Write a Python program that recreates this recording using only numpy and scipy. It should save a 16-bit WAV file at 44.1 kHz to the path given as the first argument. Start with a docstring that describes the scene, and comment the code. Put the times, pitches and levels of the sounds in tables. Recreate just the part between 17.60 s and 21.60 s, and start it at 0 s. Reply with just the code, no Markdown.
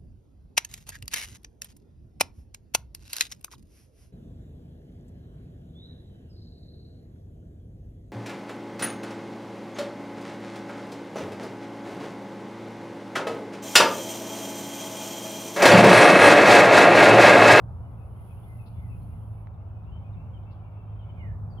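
"""The bank of a woodland pond in spring. Far traffic rumbles as broadband noise, and two distant engines drone,
the louder one sinking in pitch. Small birds sing in near-pure gliding tones (a two-note song, a row of chips,
loose whistles) and give two harsh calls rich in harmonics; trunks scatter these into a short reverberation,
with a blurred chorus beyond. Close to the right microphone a soft, high hiss of friction comes and goes, and a
twig ticks once."""
import sys
import numpy as np
from scipy import signal
from scipy.fft import rfft, irfft
from scipy.io import wavfile

SR = 44100
rng = np.random.default_rng(int(sys.argv[2]) if len(sys.argv) > 2 else 0)


def int16_out(signal):
    """Quantize to a 16-bit WAV file."""
    q = np.round(np.clip(np.atleast_2d(signal).T, -1, 1) * 32767)
    wavfile.write(sys.argv[1], SR, q.astype(np.int16))


N = 176400
T = np.arange(N) / SR
FREQS = np.maximum(np.arange(N // 2 + 1) * SR / N, 1)
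TRAFFIC_LAG_S, BIRD_LAG_S = .00022, .0002  # delay at the right microphone


def traffic(rumble_gain_db=1, rush_gain_db=2):
    """Incoherent sources sum to noise: a deep rumble under the rush of far tyres and air."""
    # spectra (frequency [Hz], relative density [dB])
    rumble_spectrum = [(20, -23.5), (32, -3), (48, 3.5), (62, 9), (85, 9.5), (110, 3.5), (150, -1),
                       (200, -6), (280, -17.5), (420, -60)]
    rush_spectrum = [(150, -6), (300, 0), (450, -2.5), (730, -0.5), (1000, -4), (1350, -10), (1800, -24),
                     (2600, -38.5), (3600, -39), (5000, -42.5), (7000, -49.5), (11000, -41.5), (15500, -44)]
    # envelopes (time [s], level before gain [dB])
    rumble_envelope = [(0, -44), (.13, -40), (.3, -42.5), (1.1, -44), (1.4, -39), (1.8, -45), (2.73, -41),
                       (2.9, -45.5), (3.42, -47), (3.6, -40.5), (3.85, -39.5), (4, -42)]
    rush_envelope = [(0.0, -56), (0.12, -56), (1.07, -58.5), (3.93, -56.5), (4.0, -54)]
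    rumble = from_db(rumble_gain_db + in_time(rumble_envelope)[0]) * noise(rumble_spectrum, TRAFFIC_LAG_S)
    rush = from_db(rush_gain_db + in_time(rush_envelope)[0]) * noise(rush_spectrum, TRAFFIC_LAG_S / 2)
    return rumble + rush


def engine(wander_hz=.7, flutter_db=3.04):
    """A periodic source radiates harmonics; each fades independently on its way through the air."""
    # course of the drone (time [s], frequency of the strongest partial [Hz], base level [dB])
    course = [(0.0, 115.6, -47), (0.1, 114.2, -41.5), (0.66, 113.2, -47.5), (0.68, 113, -46),
              (1.25, 112.9, -41), (1.99, 104.2, -39.5), (2.07, 104.3, -49), (2.19, 103.1, -41.5),
              (2.6, 103.3, -35.5), (2.8, 103.0, -42), (3.84, 102.6, -36.5), (4.0, 105.8, -39.5)]
    # harmonic series (multiple of that frequency [ratio], relative level [dB])
    partials = [(.5, -13), (1, -0.5), (1.5, -15), (2, -24.5)]
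    hz, db = in_time(course)
    phase = phase_of(hz + wander_hz * drift(5))
    drone = np.zeros(N)
    for multiple, partial_db in partials:
        amplitude = np.sqrt(2) * from_db(db + partial_db + flutter_db * drift(8.6))
        drone += amplitude * np.sin(multiple * phase + rng.uniform(0, 2 * np.pi))
    return panned(drone, pan_db=-1.2)


def lower_engine(hz=86.8, db=-46, wander_hz=2.22, flutter_db=3):
    """A less steady engine note: one sinusoid, randomly modulated in amplitude and frequency."""
    amplitude = from_db(db + flutter_db * drift(1.9))
    return amplitude * np.sin(phase_of(hz + wander_hz * drift(8)))


def bird_note(length, start_hz, end_hz, db, pan_db, bend=.5, warble_hz=39.8, flutter_db=2.5):
    """A whistle is a frequency-modulated tone; its glide starts fast and then slows."""
    t = np.arange(int(length * SR)) / SR
    progress = t / length
    glide = progress + bend * progress * (1 - progress)
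    hz = start_hz + (end_hz - start_hz) * glide + warble_hz * waver(t, rate_hz=180)
    amplitude = from_db(db + flutter_db * waver(t, rate_hz=130))
    return panned(amplitude * swell(progress) * np.sin(phase_of(hz)), pan_db)


def birdsong():
    """Tonal notes superpose: a two-note song ending on its low note, falling chips, loose whistles."""
    # phrases of the song (time [s], base level [dB])
    phrases = [(.235, -77), (.54, -74), (.85, -66.5), (1.16, -68), (1.47, -75)]
    # its notes (delay [s], length [s], start [Hz], end [Hz], relative level [dB], pan [dB])
    low_note = (0, 0.12, 2178, 2026, 2, 3.5)
    high_note = (.135, .06, 2650, 2510, 5.4, 12)
    # row of chips (time [s], level [dB])
    chips = [(1.937, -81), (2.235, -78.5), (2.53, -73.5), (2.829, -81.5), (3.121, -82), (3.418, -75)]
    # loose whistles (time [s], length [s], start [Hz], end [Hz], level [dB], pan [dB])
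    whistles = [(0.221, 0.055, 3000, 2920, -75.5, 9), (.425, .06, 2700, 2850, -80, 8),
                (.74, .06, 2720, 2760, -79, 7), (0.823, 0.033, 3300, 3460, -72, 14),
                (1.054, 0.037, 2780, 2760, -70, -3), (1.137, 0.08, 3380, 3440, -75.5, 8),
                (1.364, 0.026, 2790, 2670, -76.5, 5), (1.414, 0.034, 4150, 4320, -81.5, 4),
                (1.61, .03, 3120, 2900, -78, 1), (1.765, 0.074, 2260, 2301, -70, -5),
                (1.977, 0.048, 2680, 2760, -80, 11), (2.14, 0.068, 2450, 2540, -72, 5),
                (2.259, 0.046, 2580, 2810, -70, 24), (2.315, 0.073, 3030, 3067, -62, 13),
                (2.44, 0.059, 2520, 2428, -67, 10), (2.565, 0.064, 2620, 2730, -66, 8.5),
                (2.732, 0.057, 3330, 2970, -66, 23.5), (2.86, 0.058, 2620, 2730, -66.5, 16),
                (3.026, .075, 2380, 2270, -69, 9), (3.167, 0.053, 2700, 2675, -67.5, 10),
                (3.325, .035, 2420, 2440, -76, 6.5), (3.388, 0.072, 3270, 2920, -67, 28),
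                (3.489, 0.029, 3080, 3030, -63, 11), (3.568, 0.16, 2420, 1670, -57, -8),
                (3.594, 0.031, 3050, 2850, -62, 17), (3.9, .045, 4850, 4470, -70.5, 16),
                (3.97, .05, 3230, 3001, -62, 16)]
    out = np.zeros((2, N))
    for sung_in, note in ((phrases, low_note), (phrases[:-1], high_note)):
        delay, length, start_hz, end_hz, note_db, pan_db = note
        for onset, db in sung_in:
            add(out, onset + delay, bird_note(length, start_hz, end_hz, db + note_db, pan_db))
    for onset, db in chips:
        add(out, onset, bird_note(length=.026, start_hz=4130, end_hz=3220, db=db, pan_db=11.5))
    for onset, *note in whistles:
        add(out, onset, bird_note(*note))
    return out


def harsh_calls(length=.033, pitch_hz=340, jitter=.049, formant_hz=4070, width_hz=700):
    """Source and filter: a jittery harmonic series is weighted by one throat resonance."""
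    # calls (time [s], level [dB])
    calls = [(1.059, -69), (2.907, -74)]
    out = np.zeros((2, N))
    t = np.arange(int(length * SR)) / SR
    orders = np.arange(8, 18)[:, None]
    throat = np.exp(-.5 * ((orders * pitch_hz - formant_hz) / width_hz) ** 2)
    for onset, db in calls:
        phase = phase_of(pitch_hz * (1 + jitter * waver(t, rate_hz=320)))
        harmonics = np.sin(orders * phase + rng.uniform(0, 2 * np.pi, orders.shape))
        voice = unit_rms((throat * harmonics).sum(0))
        add(out, onset, panned(from_db(db) * voice * swell(t / length), pan_db=22))
    return out


def twig(onset=1.871, db=-42.5, rise_s=.00046, decay_s=.0017):
    """A heavily damped transient: one dry tick of noise with an exponential decay."""
    # spectrum of the tick (frequency [Hz], relative density [dB])
    spectrum = [(250, -10), (600, 0), (1200, -1), (2300, -12), (4000, -22), (7000, -45), (14000, -70)]
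    age = T - onset
    envelope = np.clip(age / rise_s, 0, 1) * np.exp(-np.abs(age) / decay_s)
    return panned(from_db(db) * envelope * noise(spectrum), pan_db=2)


def brushing(grain_db=.8, left_db=-14):
    """Friction makes a soft, high hiss, so near the right microphone that the left gets little."""
    # spectrum of the friction (frequency [Hz], relative density [dB])
    spectrum = [(2000, -14), (4500, -15), (7800, -26), (8750, -20), (9150, -3), (9900, 1), (11000, -3),
                (13000, -7), (13700, -12), (15500, -15)]
    # envelope on the right (time [s], level [dB])
    envelope = [(0, -83), (.2, -78.5), (.5, -73.5), (.66, -66), (.78, -68), (.9, -66), (1.02, -67),
                (1.12, -72), (1.42, -68.5), (1.65, -72.5), (1.82, -74), (1.93, -100), (4, -110)]
    hiss = from_db(in_time(envelope)[0] + grain_db * drift(60)) * noise(spectrum)
    return hiss * from_db([[left_db], [0]])


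def far_chorus(patchy_db=4, relative_width=.027):
    """Birds too far to tell apart merge into narrow noise bands that come and go independently."""
    # spectrum of the blurred song (frequency [Hz], relative density [dB])
    spectrum = [(1500, -30.5), (2000, -6.5), (2400, 1.5), (3000, -5.5), (3600, -13), (5000, -37.5)]
    # its envelope (time [s], level [dB])
    envelope = [(0, -83), (.7, -74.5), (1.4, -75.5), (2, -78.5), (2.5, -74), (3.2, -74), (3.6, -72),
                (3.8, -87.5), (4, -85.5)]
    blur = rfft(noise(spectrum))
    bands = np.zeros((2, N))
    for centre_hz in np.geomspace(1900, 3800, num=12):
        passband = np.exp(-(np.log(FREQS / centre_hz) / relative_width) ** 2)
        bands += irfft(blur * passband, N) * from_db(patchy_db * drift(7.3))
    return panned(from_db(in_time(envelope)[0]) * unit_rms(bands), pan_db=3)


def woods(x, t60_s=.4, delay_s=.012, echo_db=-7):
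    """Reverberation: trunks scatter sound into a diffuse, exponentially dying tail."""
    t = T[:SR]
    tail = rng.standard_normal((2, SR)) * from_db(-60 * t / t60_s) * (t > delay_s)
    tail /= np.sqrt(np.sum(tail ** 2, axis=1, keepdims=True))
    return x + from_db(echo_db) * signal.fftconvolve(x, tail, axes=1)[:, :N]


def noise(spectrum, lag_s=0):
    """Partly coherent stereo noise: alike in the bass, unrelated in the treble."""
    # likeness of left and right (frequency [Hz], correlation [ratio])
    likeness = [(25, .45), (60, .6), (130, .87), (290, .7), (640, .68), (1400, .35), (3000, .05),
                (15000, 0)]
    correlation = at_freqs(likeness)
    mid, side = rfft(rng.standard_normal((2, N)))
    mid *= np.sqrt(1 + correlation)
    side *= np.sqrt(1 - correlation)
    delay = np.exp(-2j * np.pi * FREQS * lag_s)
    pair = np.array([mid + side, (mid - side) * delay])
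    return unit_rms(irfft(pair * from_db(at_freqs(spectrum)), N))


def lagged(x, lag_s):
    """Path difference: sound from the left reaches the right microphone later."""
    return np.array([x[0], np.interp(T - lag_s, T, x[1])])


def panned(x, pan_db):
    """Level difference, left minus right, at constant power."""
    return unit_rms(from_db([[pan_db / 2], [-pan_db / 2]])) * x


def drift(rate_hz):
    """Slow random modulation: low-passed noise of unit rms."""
    size = N // 40
    rolloff = 1 + (FREQS[:size // 2 + 1] / rate_hz) ** 2
    slow = irfft(rfft(rng.standard_normal(size)) / rolloff, size)
    return np.interp(T, np.linspace(0, T[-1], size), unit_rms(slow))


def waver(t, rate_hz):
    """Random modulation within one note."""
    return np.interp(t * rate_hz, np.arange(256), rng.standard_normal(256))


def swell(progress, edge=.16):
    """Quarter-sine rise and fall as progress runs from 0 to 1."""
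    return np.sin(np.pi / 2 * np.clip(np.minimum(progress, 1 - progress) / edge, 0, 1))


def phase_of(hz):
    """Phase is the time integral of frequency."""
    return 2 * np.pi * np.cumsum(hz) / SR


def from_db(db):
    """Decibels to amplitude ratio."""
    return 10 ** (np.asarray(db) / 20)


def unit_rms(x):
    """Normalise to unit mean power."""
    return x / np.sqrt(np.mean(x ** 2) + 1e-20)


def in_time(rows):
    """Interpolate a curve's columns at every sample."""
    times, *columns = np.transpose(rows)
    return [np.interp(T, times, column) for column in columns]


def at_freqs(rows):
    """Interpolate a spectrum on a log-frequency axis."""
    hz, values = np.transpose(rows)
    return np.interp(np.log(FREQS), np.log(hz), values)


def add(out, onset, sound):
    """Superpose a stereo sound at an onset in seconds."""
    i = int(np.clip(onset * SR, 0, N - 1))
    out[:, i:i + sound.shape[1]] += sound[:, :N - i]


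def scene():
    """Pressures add: traffic behind, birds in the trees, small noises close by."""
    birds = woods(lagged(birdsong() + harsh_calls(), BIRD_LAG_S))
    road = traffic() + lagged(engine() + lower_engine(), TRAFFIC_LAG_S)
    return road + far_chorus() + birds + twig() + brushing()


def record(dry, cutoff_hz=15700):
    """Band limiting: an elliptic low-pass cuts the top steeply."""
    return signal.sosfilt(signal.ellip(10, .1, 80, cutoff_hz, fs=SR, output="sos"), dry)


dry = scene()
out = record(dry)
int16_out(out)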